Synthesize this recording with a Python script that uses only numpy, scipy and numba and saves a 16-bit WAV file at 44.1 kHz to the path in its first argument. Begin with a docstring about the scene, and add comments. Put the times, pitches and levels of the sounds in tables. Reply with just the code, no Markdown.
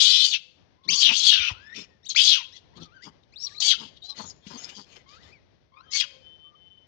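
"""A young monkey screams: chaotic vocal fold closures and chopped air ring in restless mouth resonances.
Squeals, faint coos and thin chirps are gliding partials; pants share the scream voice; grunts pulse in chest
and mouth. Leaves crackle as ringing clicks, chatter comes in short noise bursts, soft thumps are low sines.
A thin far whistle, wavering tones and open-air hush of filtered noise lie behind. The left microphone port
faces the troop; the right one hears it late and muffled."""
import sys
import numpy as np
from scipy import signal
from scipy.fft import rfft, irfft, next_fast_len
from scipy.io import wavfile
from scipy.ndimage import uniform_filter1d, minimum_filter1d
from numba import njit

SR = 44100
rng = np.random.default_rng(int(sys.argv[2]) if len(sys.argv) > 2 else 0)


def put_to_file(sound):
    """Save the sound as 16-bit audio at rate SR, in the file named by the first command-line argument."""
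    columns = np.atleast_2d(sound).T  # one column per channel
    safe = np.clip(columns, -1, 1)
    whole_steps = np.round(safe * 32767)
    wavfile.write(sys.argv[1], SR, whole_steps.astype(np.int16))


def natural_amplitude(level_db):
    """Convert a level in decibels to a linear amplitude factor, elementwise."""
    exponent = np.asarray(level_db, float) / 20
    return 10 ** exponent


N = 302966   # length in samples


def rms_one(x):
    """Scale to an rms of 1."""
    return x / np.sqrt(np.mean(x ** 2) + 1e-20)


def smooth(x, seconds):
    """Moving average."""
    return uniform_filter1d(x, size=max(int(seconds * SR), 1))


def evened(x, seconds):
    """Divide by the running rms to level a sound out."""
    return x / np.sqrt(smooth(x ** 2, seconds) + 1e-12)


def drift(rate_hz):
    """Random wandering with an rms of 1: noise through two equal one-pole lowpasses."""
    pole = np.exp(-2 * np.pi * rate_hz / SR)
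    noise = rng.standard_normal(N + SR)
    return rms_one(signal.lfilter([1], [1, -2 * pole, pole * pole], noise)[SR:])


def coloured(x, points, sign=1, lag_s=0):
    """Filter by a (Hz, dB) table, with an optional delay; sign -1 inverts the table."""
    size = next_fast_len(N + 4096)
    hz = np.arange(size // 2 + 1) * SR / size + 1e-3
    table = np.array(points, float)
    gain = natural_amplitude(sign * np.interp(np.log(hz), np.log(table[:, 0]), table[:, 1]))
    delay = np.exp(-2j * np.pi * hz * lag_s)
    return irfft(rfft(x, size) * gain * delay, size)[..., :N]


@njit
def resonate(x, hz, width, sr):
    """A two-pole resonance whose centre may move."""
    out, r = np.zeros(len(x)), np.exp(-np.pi * width / sr)
    for i in range(2, len(x)):
        ring = 2 * r * np.cos(2 * np.pi * hz[i] / sr) * out[i - 1] - r * r * out[i - 2]
        out[i] = x[i] - x[i - 2] + ring
    return out


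def muffled(x):
    """Lowpass: the mouth radiates little above its top resonance."""
    return signal.sosfilt(signal.butter(6, 7200, fs=SR, output="sos"), x)


def pulses(rate_hz, jitter, spread_db):
    """One click per vocal fold cycle, uneven in time and size."""
    uneven_rate = rate_hz * (1 + jitter * drift(150)).clip(.1)
    cycle = np.floor(np.cumsum(uneven_rate) / SR)
    return np.diff(cycle, prepend=0) * natural_amplitude(spread_db * rng.standard_normal(N))


def played(calls, fade_s):
    """Columns of several calls over time, and a gate that is open during each call."""
    t, gate = np.arange(N) / SR, np.zeros(N)
    for rows in calls:
        gate[round(rows[0][0] * SR):round(rows[-1][0] * SR)] = 1
    s, *columns = np.transpose(np.concatenate(calls))
    return smooth(gate, fade_s), [smooth(np.interp(t, s, column), fade_s) for column in columns]


def air():
    """Open-air hush and gusty rumble: filtered noise, lumpy and different at each port."""
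    # Colour of the hush. Each row: frequency in Hz, gain in dB.
    hush_colour = [(18, -45), (30, -3), (91, 5), (280, -4), (497, -5), (626, -6.5), (1370, -16),
                   (1720, -13.5), (2800, -17.5), (3140, -15), (5970, -21.5), (7350, -47), (9560, -60),
                   (16200, -120)]
    hush = rms_one(coloured(rng.standard_normal((2, N)), hush_colour))
    low_band = signal.butter(2, [45, 180], "band", fs=SR, output="sos")
    rumble = signal.sosfilt(low_band, rng.standard_normal((2, N)))
    gusts = natural_amplitude(-14 + 4 * drift(0.7) + 4.2 * drift(8))
    return natural_amplitude(-60.5) * (hush * natural_amplitude(2.9 * drift(3.2)) + gusts * rms_one(rumble))


def yard(x):
    """Scatter from trunks, leaves and walls: a dying noise for each port."""
    t60_s, onset_s = 0.5, 0.018
    t = np.arange(SR) / SR
    tail = rng.standard_normal((2, SR)) * natural_amplitude(-60 * t / t60_s) * (1 - np.exp(-t / onset_s))
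    tail = signal.lfilter([1], [1, -.6], tail)   # foliage swallows the treble
    tail = tail / np.sqrt(np.sum(tail ** 2, axis=1, keepdims=True))
    return natural_amplitude(-25.5) * signal.fftconvolve(x[None], tail, axes=1)[:, :N]


def slab(x):
    """Close inverted echoes comb the voices into fixed streaks."""
    # Reflections from the ground slab and a wall. Each row: delay in seconds, gain in dB.
    reflections = [(.0047, -20.5), (.0093, -10.5)]
    out = x.copy()
    for delay_s, db in reflections:
        lag = round(delay_s * SR)
        out[lag:] -= natural_amplitude(db) * x[:-lag]
    return out


def whistles():
    """A thin far whistle of sines with a faint neighbour line, and far tones that come and go."""
    # Whistle notes. Each row: start in seconds, length in seconds, pitch in Hz, relative level in dB.
    notes = [(4.412, 0.17, 3290, -61), (5.833, 0.4, 3140, -52.5), (6.19, 0.35, 3072, -50.5),
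             (6.547, 0.052, 3080, -60.5), (6.59, 0.11, 3060, -55.5), (6.695, 0.074, 3054, -53.5),
             (6.762, 0.12, 3050, -59.5)]
    # Wavering far tones. Each row: mean pitch in Hz, relative level in dB.
    far_tones = [(520, -79), (2100, -86.5)]
    out = np.zeros(N)
    for s, length, hz, db in notes:
        i = np.arange(round(s * SR), min(round((s + length) * SR), N))
        phase = 2 * np.pi * hz * i / SR
        shape = signal.windows.tukey(len(i), .4) * np.exp(-1.5 * (i / SR - s))
        neighbour = natural_amplitude(-17.0) * np.sin(1.139 * phase)
        out[i] += np.sqrt(2) * natural_amplitude(db) * shape * (np.sin(phase) + neighbour)
    out = out * natural_amplitude(2.5 * drift(25))
    for hz, db in far_tones:
        phase = 2 * np.pi * np.cumsum(hz + 10 * drift(6)) / SR
        out += natural_amplitude(db + 6 * drift(5.0)) * np.sin(phase)
    return out


def thumps():
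    """Soft low thumps: each is a short, decaying low sine."""
    # Thumps. Each row: start in seconds, relative level in dB, pitch in Hz.
    low_thumps = [(1.395, -42, 75.4), (1.512, -33, 99.1), (4.466, -37.5, 203)]
    attack_s, decay_s = 0.00061, 0.014
    out, t = np.zeros(N), np.arange(4000) / SR
    for s, db, hz in low_thumps:
        at = round(s * SR)
        shape = np.exp(-t / decay_s) * (1 - np.exp(-t / attack_s))
        out[at:at + len(t)] += natural_amplitude(db) * shape * np.sin(2 * np.pi * hz * t)
    return out


def rustles():
    """Tiny uneven clicks and rubbing set leaves ringing, each in its own narrow band that comes and goes."""
    # Leaves and twigs under moving feet. Each row: start in seconds, length in seconds, relative level in dB.
    steps = [(1.485, 0.051, -48.5), (4.134, 0.12, -48), (4.385, 0.43, -51.5), (4.605, 0.18, -54.5),
             (4.802, 0.26, -57.5), (4.954, 0.029, -56), (5.092, 0.094, -60.5), (5.2, 0.14, -58)]
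    # Colour of the leaves. Each row: frequency in Hz, gain in dB.
    leaf_colour = [(250, 0.5), (600, -6), (1200, -9.5), (2500, -4.5), (5000, -5.5), (7000, -13.5),
                   (8500, -33.5)]
    crackles_per_s = 500 * natural_amplitude(5 * drift(30))
    crackles = (rng.random(N) < crackles_per_s / SR) * rng.choice([-1, 1], N)
    sizes = natural_amplitude(2.2 * np.minimum(rng.exponential(1, N), 3))
    rubbing = 1.6 * rng.standard_normal(N)
    source = rms_one(crackles * sizes) + rubbing
    ringing = np.zeros(N)
    for hz in np.geomspace(500, 7400, 16) * rng.uniform(.95, 1.05, 16):
        leaf = rms_one(resonate(source, np.full(N, hz), 130.0, SR))
        ringing += leaf * np.sqrt(hz) * natural_amplitude(6 * drift(9))
    gain = np.zeros(N)
    for s, length, db in steps:
        i = np.arange(round(s * SR), round((s + length) * SR))
        gain[i] += natural_amplitude(db) * np.hanning(len(i))
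    return gain * rms_one(coloured(rms_one(ringing) + .8 * rms_one(source), leaf_colour))


def chatter():
    """Short noisy bursts, each swelling and dying within milliseconds round its own pitch."""
    # Chatter bursts. Each row: time of the peak in seconds, relative level in dB, pitch in Hz.
    bursts = [(4.105, -42.5, 4200), (4.301, -37, 5250), (4.471, -36.5, 3080), (4.640, -33, 4670),
              (4.693, -35.5, 4600), (4.926, -48, 3170), (4.962, -45, 2530)]
    rise_s, fall_s, width_hz = 0.0063, 0.0083, 1200
    gain, pitch, t = np.zeros(N), np.full(N, 4000.0), np.arange(-1000, 1500) / SR
    for s, db, hz in bursts:
        i = np.round((s + t) * SR).astype(int)
        gain[i] += natural_amplitude(db - 10) * np.where(t < 0, np.exp(t / rise_s), np.exp(-t / fall_s))
        pitch[i] = hz
    ringing = resonate(rng.standard_normal(N), pitch, width_hz, SR)
    return muffled(gain * evened(ringing, 0.056))


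def grunts():
    """Slow pulses with breath in chest and mouth resonances, swelling and fading as the pulse rate falls."""
    # Low grunts. Each row: start in seconds, length in seconds, nominal pulse rate in Hz,
    # relative chest level in dB, relative mouth level in dB.
    calls = [(0.839, .13, 169.4, -47.5, -63), (1.051, .11, 234.3, -44.5, -42),
             (1.738, .11, 214.9, -47.5, -63.5), (2.751, 0.06, 183.1, -48.5, -55),
             (2.786, .07, 167.1, -47.5, -79), (3.026, .095, 213.7, -50.5, -50.5),
             (3.761, .13, 219.5, -49, -49.5), (4.176, 0.061, 216.2, -44.5, -40),
             (4.221, 0.054, 215.5, -49.5, -47), (4.482, 0.08, 191.8, -50, -48),
             (4.532, 0.057, 230.6, -46, -50), (4.754, 0.079, 208.6, -49, -51.5)]
    rate_hz, chest_gain, mouth_gain = np.full(N, 200.0), np.zeros(N), np.zeros(N)
    for s, length, hz, chest_db, mouth_db in calls:
        i = np.arange(round(s * SR), round((s + length) * SR))
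        rate_hz[i] = hz * np.linspace(1.05, .93, len(i))
        chest_gain[i] += natural_amplitude(chest_db) * np.hanning(len(i))
        mouth_gain[i] += natural_amplitude(mouth_db) * np.hanning(len(i)) ** 2
    breath = 0.88 * rng.standard_normal(N)
    beats = rms_one(pulses(rate_hz, jitter=0.053, spread_db=4.0)) + breath

    first = resonate(beats, rate_hz, 170.0, SR)
    second = resonate(beats, 2 * rate_hz, 58.0, SR)
    chest = resonate(first + 0.11 * second, 0.75 * rate_hz, 270.0, SR)

    mouth = resonate(resonate(beats, np.full(N, 860.0), 350.0, SR), np.full(N, 930.0), 360.0, SR)
    third = resonate(beats, 3 * rate_hz, 130.0, SR)
    upper = resonate(beats, np.full(N, 1750.0), 790.0, SR)
    mouth = rms_one(mouth) + .5 * rms_one(third) - 0.034 * rms_one(upper)
    return chest_gain * evened(chest, 0.13) + mouth_gain * evened(mouth, 0.45)


def glide_rows(s, length, from_hz, to_hz, db):
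    """A coo or chirp as three squeal rows: a two-part glide whose level rises toward the end."""
    middle_hz = from_hz + .55 * (to_hz - from_hz)
    return [(s, from_hz, db - 0.5), (s + .45 * length, middle_hz, db), (s + length, to_hz, db + 4)]


def squeals():
    """Regular fold cycles: up to four partials with a tremble, tearing when loud, breaking up as they fall."""
    # Clear squeals. Each row: overtone level relative to the fundamental in dB for a 2 kHz pitch, then the
    # points of its glide (time in seconds, pitch in Hz, relative level in dB).
    clear_calls = [ (-25, [(.74, 914.4, -89), (.82, 1082, -72.5), (.884, 1082, -53), (1.16, 1189, -65.5)]),
                   (0.5, [(.876, 1747, -51), (.886, 2002, -42), (.89, 2237, -26), (.908, 3120, -24.5),
                   (.935, 3250, -36)]), (-26.5, [(.915, 4300, -28), (.957, 6690, -36), (.975, 6940, -28)]),
                   (-17, [(1.32, 1793, -41), (1.36, 1570, -43.5), (1.42, 1451, -51.5), (1.49, 1383, -49),
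                   (1.505, 991.5, -44.5), (1.525, 943, -58)]), (-12, [(1.54, 1233, -61.5), (1.6, 1550, -62),
                   (1.69, 1795, -54), (1.73, 1825, -50), (1.75, 2080, -57), (1.775, 2920, -62.5)]),
                   (8.5, [(2.03, 1709, -73), (2.048, 2060, -71.5), (2.065, 3796, -42),
                   (2.085, 3794, -52.5)]), (-24.5, [(2.084, 6660, -46.5), (2.098, 6550, -37),
                   (2.118, 4860, -46.5)]), (-24.5, [(2.098, 4283, -42.5), (2.108, 4127, -35.5),
                   (2.14, 3900, -58)]), (3, [(2.146, 925, -51.5), (2.156, 1696, -46), (2.163, 2256, -30),
                   (2.172, 2616, -22.5)]), (-15, [(2.35, 1577, -48.5), (2.39, 1099, -52.5),
                   (2.43, 849, -59)]), (10.5, [(2.52, 1652, -71.5), (2.55, 2138, -66), (2.575, 1884, -66)]),
                   (-15, [(2.73, 907, -71), (2.816, 1372, -62.5), (2.9, 1150, -71.5), (2.954, 1611, -57),
                   (3.0, 1404, -63.5), (3.032, 2033, -54.5), (3.07, 2380, -68.5)]),
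                   (-1, [(3.32, 1930, -84.5), (3.34, 2460, -59), (3.356, 3160, -76)]),
                   (-11.5, [(3.357, 3500, -46), (3.37, 3910, -50.5), (3.4, 5413, -47), (3.455, 5680, -40),
                   (3.463, 4670, -46), (3.472, 4140, -36), (3.48, 3480, -67)]), (-10, [(3.487, 2900, -61),
                   (3.497, 1987, -64.5), (3.515, 1635, -64.5), (3.543, 2010, -67.5), (3.56, 2600, -57)]),
                   (-20, [(3.54, 3950, -70.5), (3.555, 4100, -53), (3.57, 3750, -55), (3.59, 4415, -35.5)]),
                   (16, [(3.597, 1720, -69.5), (3.625, 2125, -56.5), (3.655, 2249, -43.5),
                   (3.7, 2280, -55)]), (-18, [(3.71, 2248, -38), (3.736, 1528, -46), (3.76, 1316, -57)]),
                   (-8, [(4.018, 3760, -52), (4.045, 3833, -50), (4.075, 4060, -55.5), (4.105, 4135, -45),
                   (4.135, 3650, -58)]), (-11.5, [(5.06, 1037, -63.5), (5.166, 1290, -62),
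                   (5.22, 2066, -69), (5.26, 1734, -70), (5.31, 2074, -77), (5.335, 2566, -56.5),
                   (5.4, 1819, -79)]), (-12, [(5.72, 1058, -71), (5.8, 1278, -61.5), (5.83, 1560, -63),
                   (5.87, 1660, -70)]), (8, [(5.9, 1868, -74), (5.92, 2080, -57.5), (5.952, 2256, -43.5),
                   (5.995, 2154, -47.5)]), (1, [(6.005, 2515, -23.5), (6.02, 1937, -47),
                   (6.06, 1104, -60)]), ]
    # Far coos and thin high chirps. Each row: start in seconds, length in seconds,
    # first pitch in Hz, last pitch in Hz, relative level in dB.
    coos_and_chirps = [(4.255, 0.05, 6700, 6800, -46), (4.57, 0.072, 6300, 6900, -46.5),
                       (1.84, 0.14, 2000, 1777, -78.5), (3.432, 0.25, 1090, 1270, -68.5),
                       (4.03, 0.124, 660, 880, -71), (4.09, 0.053, 1140, 1105, -69.5),
                       (2.8, 0.043, 1950, 620, -65), (3.6, 0.079, 970, 780, -59),
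                       (5.72, 0.11, 1076, 1058, -62.5), (5.86, 0.2, 1314, 1010, -67.5),
                       (6.44, 0.12, 1150, 1200, -71.5), (6.05, 0.18, 570, 510, -66.5)]
    # Partials light up as they pass the open mouth's resonance. Each row: frequency in Hz, gain in dB.
    open_mouth = [(2600, 2), (3400, 0.5), (4200, 4), (5000, 1.5), (6000, 3.5), (7200, -6), (8200, -11.5)]
    torn_from_db, torn_span_db = -64, 26   # clean below the first, fully torn this much above it
    clean_glide_per_s = 4   # notes rising faster than this (log pitch per second) stay clean
    out, tremble, flutter = np.zeros(N), drift(140), drift(97)
    tearing, faltering, wavering = drift(350), drift(18), [drift(30) for _ in range(3)]
    for over_db, rows in clear_calls + [(-30, glide_rows(*call)) for call in coos_and_chirps]:
        s, hz, db = np.transpose(rows)
        i = np.arange(round(s[0] * SR), min(round(s[-1] * SR), N))
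        hz = smooth(np.interp(i / SR, s, hz), (s[-1] - s[0]) / 20)
        db = np.interp(i / SR, s, db)

        glide = np.gradient(np.log(hz)) * SR
        torn = ((db - torn_from_db) / torn_span_db).clip(0, 1) * (glide < clean_glide_per_s)
        breaking = .07 * torn * (glide < -clean_glide_per_s) * (hz < 2600)
        scatter = 18 / hz + .012 * torn + breaking
        phase = 2 * np.pi * np.cumsum(hz * (1 + scatter * tremble[i])) / SR

        edges = np.minimum(np.minimum(i - i[0], i[-1] - i) / (.005 * SR), 1)   # 5 ms fades
        fade = edges * np.sqrt(2) * natural_amplitude(2.5 * flutter[i] + 2.2 * faltering[i])
        overtones = np.zeros(len(i))
        for k, size in enumerate([.9, .5, .2]):
            in_range = (k + 2) * hz < SR / 3
            overtones += size * natural_amplitude(4 * wavering[k][i]) * in_range * np.sin((k + 2) * phase)
        rich = natural_amplitude(over_db - 8.5 * np.log2(hz / 2000))   # high notes are purer
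        # a second, slower fold vibration at .18 of the pitch puts side lines on loud squeals
        rough = 1 + torn * (.45 * tearing[i] + .55 * np.sin(.18 * phase))
        out[i] += fade * natural_amplitude(db) * rough * (np.sin(phase) + rich * overtones)
    return muffled(coloured(out, open_mouth))


def pant_rows(s, length, db, hz, bright_db):
    """A pant as four scream rows: a quick swell, a sagging hold, a release."""
    attack_s, release_s, edge_db, sag_db_per_s = .02, 0.076, -12, -11
    top, held = min(attack_s, .5 * length), max(length - release_s, .5 * length)
    held_db = db + sag_db_per_s * (held - top)
    shape = [(0, db + edge_db), (top, db), (held, held_db), (length, held_db + edge_db)]
    return [(s + after, level_db, hz, bright_db) for after, level_db in shape]


def screams():
    """Chaotic fold closures and the air they chop, ringing in narrow, restless mouth resonances."""
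    # Harsh screams, one list of points each. Each row: time in seconds, relative level in dB,
    # first mouth resonance in Hz, brightness in dB.
    harsh_calls = [
        [(0.0, -20, 3263, -3), (0.03, -19.5, 3615, -1), (0.176, -21, 3490, -7), (0.264, -26, 3375, 0),
         (0.31, -35, 3525, -0.5), (0.34, -25, 3060, -7.5), (0.35, -26, 2766, -21.5), (0.4, -58, 2814, -9)],
        [(0.9, -49.5, 3207, 1.5), (0.93, -25.5, 3170, -1.5), (0.978, -34.5, 3510, 1), (1.014, -22, 3407, 0),
         (1.064, -18, 3196, -8), (1.094, -25, 2676, -15), (1.116, -27.5, 2470, -3.5),
         (1.178, -25.5, 3640, -0.5), (1.224, -27.5, 3595, -1.5), (1.282, -17, 3510, -1),
         (1.346, -23, 3080, -8.5), (1.41, -30, 2545, -16), (1.486, -31.5, 2575, -9.5), (1.53, -48.5, 2570, -22)],
        [(2.165, -30.5, 2878, 0.5), (2.193, -18.5, 2950, -4.5), (2.243, -25, 3417, -0.5),
         (2.293, -18.5, 3726, -3.5), (2.351, -21, 2946, -7), (2.405, -39.5, 2630, -9),
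         (2.46, -53.5, 2760, -6.5)],
        [(3.597, -50, 3810, 6), (3.624, -28, 3210, -1), (3.668, -27, 3606, 0), (3.712, -20, 3357, -3.5),
         (3.77, -44.5, 2847, -7)],
        [(5.91, -64, 2943, 5), (5.922, -41.5, 2793, 1), (5.962, -31, 3706, 0), (6.012, -27, 3130, -2),
         (6.034, -36.5, 2775, -27), (6.05, -40, 2760, -23)],
    ]
    # Soft pants and rasps. Each row: start in seconds, length in seconds, relative level in dB,
    # first mouth resonance in Hz, brightness in dB.
    soft_calls = [(0.836, 0.035, -57.5, 3460, -8), (1.742, 0.11, -43.5, 2494, -1),
                  (2.089, 0.049, -37, 3680, -0.5), (2.545, 0.052, -50.5, 3720, -3.5),
                  (2.754, 0.0393, -54, 3420, -2.5), (2.798, 0.067, -50.5, 3680, -4.5),
                  (3.019, 0.079, -52.5, 3210, -0.5), (3.23, 0.013, -65.5, 3260, -12),
                  (3.39, 0.21, -55.5, 4410, -1), (3.779, .12, -47, 3030, -2),
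                  (3.962, 0.022, -53.5, 3260, -23), (4.036, 0.055, -55.5, 3400, 1),
                  (4.072, 0.06, -47, 4600, -22.5), (4.155, 0.14, -48.5, 3720, -0.5),
                  (4.267, 0.0535, -61.5, 2820, 5.5), (4.461, 0.18, -53.5, 3190, -0.5),
                  (4.598, 0.057, -40.5, 3150, 1), (4.687, 0.023, -43, 2570, -1.5),
                  (4.74, 0.11, -49.5, 3250, -0.5), (4.9, 0.064, -66, 2980, -6),
                  (4.943, 0.027, -37, 2580, -13), (5.072, 0.139, -60, 3230, -1),
                  (5.178, 0.115, -65, 3300, -2)]
    # How the folds close. Each row: time in seconds, mean closures per second, share of regular rattle (0-1).
    fold_rattle = [(0, 480, .5), (.25, 510, .55), (.35, 450, .3), (.92, 365, .25), (1.03, 260, .28),
                   (1.3, 320, .3), (1.5, 290, .25), (2.18, 415, .35), (2.23, 370, .5), (2.4, 360, .4),
                   (3.655, 560, .1), (3.675, 575, .8), (3.697, 560, .8), (3.715, 470, .4), (4.15, 215, .4),
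                   (5.3, 200, .4), (5.93, 435, .2), (6.0, 480, .55)]
    # Broad colour of the rasp. Each row: frequency in Hz, gain in dB.
    throat_colour = [(500, -74), (900, -35), (1370, -17), (1800, -25), (2500, -3.5), (3300, 8.5),
                     (4860, -2), (6160, -3), (7350, -48), (9500, -58), (15000, -81.5)]
    # Colour of the treble above 7 kHz, thin near 12.7 kHz. Each row: frequency in Hz, gain in dB.
    treble_colour = [(6500, -25), (7700, 0), (10500, -15), (12700, -44), (15000, -21)]
    calls = [list(rows) for rows in harsh_calls] + [pant_rows(*pant) for pant in soft_calls]
    calls = sorted(calls, key=lambda rows: rows[0][0])
    gate, (level_db, low_hz, bright_db) = played(calls, .008)
    # the second resonance sinks as the first rises; brightness lifts it and the top one
    mid_hz = 4746 - 0.86 * (low_hz - 3200)
    mid_db, top_db = 0.2 + 3.9 * bright_db, -5.5 + 3.7 * bright_db

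    s, rate, share = np.transpose(fold_rattle)
    rate, share = (np.interp(np.arange(N) / SR, s, column) for column in (rate, share))
    closures = pulses(rate, jitter=.13 * (1 - share) ** 2, spread_db=1.2)
    puffs = rms_one(signal.lfilter([1], [1, -.97], closures))
    chopped = rng.standard_normal(N) * (.9 + puffs)
    closures = rms_one(closures)
    source = np.sqrt(1 - share) * rms_one(chopped) + np.sqrt(share) * closures

    def band(hz, width, source=source):
        """One resonance in two passes; its centre wanders and its strength tears."""
        hz = hz * (1 + 0.022 * drift(25))
        ringing = resonate(resonate(source, hz, width, SR), hz, 2 * width, SR)
        return evened(ringing, 0.067) * natural_amplitude(2.6 * drift(24))

    low_share = np.sqrt((1 - natural_amplitude(2 * mid_db) - natural_amplitude(2 * top_db)).clip(.02))
    ringing = (band(low_hz, 200.0) + band(1.13 * low_hz, 500.0)) / np.sqrt(2)
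    rattling = band(1.12 * low_hz, 650.0, closures)
    low = low_share * (np.sqrt(1 - share) * ringing + np.sqrt(share) * rattling)
    mid = natural_amplitude(mid_db) * band(mid_hz, 380.0)
    top = natural_amplitude(top_db) * (band(low_hz + 2500, 750.0) + 0.9 * band(np.full(N, 6400.0), 530.0))
    # a closing mouth lets out a band at half its first resonance
    half = natural_amplitude(-36.0 - 27.0 * (low_hz / 1000 - 3.0)) * band(low_hz / 2, 280.0)
    # soft calls are chestier
    panting = natural_amplitude(-34.5 - 0.4 * (level_db + 24.0)) * band(np.full(N, 1600.0), 2200.0)

    # the rasp tears into streaks that follow the mouth
    shreds = np.zeros(N)
    for ratio in np.geomspace(.9, 2.3, 9):
        shreds += band(ratio * low_hz, 170.0) * np.sqrt(ratio) * natural_amplitude(5 * drift(14))
    rasp = natural_amplitude(-1.5) * rms_one(coloured(rms_one(shreds) + 1.6 * source, throat_colour))

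    # patchy treble, stronger in loud calls
    treble_gain = natural_amplitude(top_db / 2 + 0.22 * level_db - 13.5 + 1.7 * drift(16))
    treble = rms_one(coloured(source, treble_colour)) * treble_gain
    voice = muffled(low - mid + top - half + panting)
    return gate * natural_amplitude(level_db) * (voice + rasp + smooth(gate, 0.059) ** 2 * treble)


def scene():
    """Mix the troop, its scatter and the background at the two microphone ports."""
    # How much louder the left port is than the right. Each row: frequency in Hz, difference in dB.
    port_shadow = [(60, 3.5), (170, 11.5), (290, 10), (490, 13), (840, 18), (1420, 19.5), (2400, 32),
                   (4070, 26), (7500, 62.5), (12000, 33.5)]
    squealing = squeals()
    troop = natural_amplitude(5.5) * slab(screams() + squealing + grunts() + thumps() + rustles() + chatter())
    scatter = yard(troop + natural_amplitude(4.0) * squealing)   # the squealers stand deeper among the trunks
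    hush = air()
    near = troop + scatter[0] + natural_amplitude(2.5) * whistles()
    shaded = coloured(near, port_shadow, sign=-1, lag_s=.00045)
    beside = natural_amplitude(1.0) * scatter[1] + natural_amplitude(4.5) * hush[1]
    own = coloured(beside, port_shadow, sign=-1)
    return np.array([near + hush[0], shaded + own])


def low_pass(x):
    """Removes everything above the highest recorded frequency."""
    return signal.sosfilt(signal.butter(12, 15800, fs=SR, output="sos"), x)


def record(dry):
    """A look-ahead limiter holds the loudest peaks, then the microphone drops the deep bass."""
    peak = np.abs(dry).max(axis=0) + 1e-9
    room = minimum_filter1d(np.minimum(.97 / peak, 1), size=441)
    bass_cut = signal.butter(4, 52, "high", fs=SR, output="sos")
    held = signal.sosfilt(bass_cut, dry * smooth(room, .01))
    return low_pass(held)


dry = scene()
out = record(dry)
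put_to_file(out)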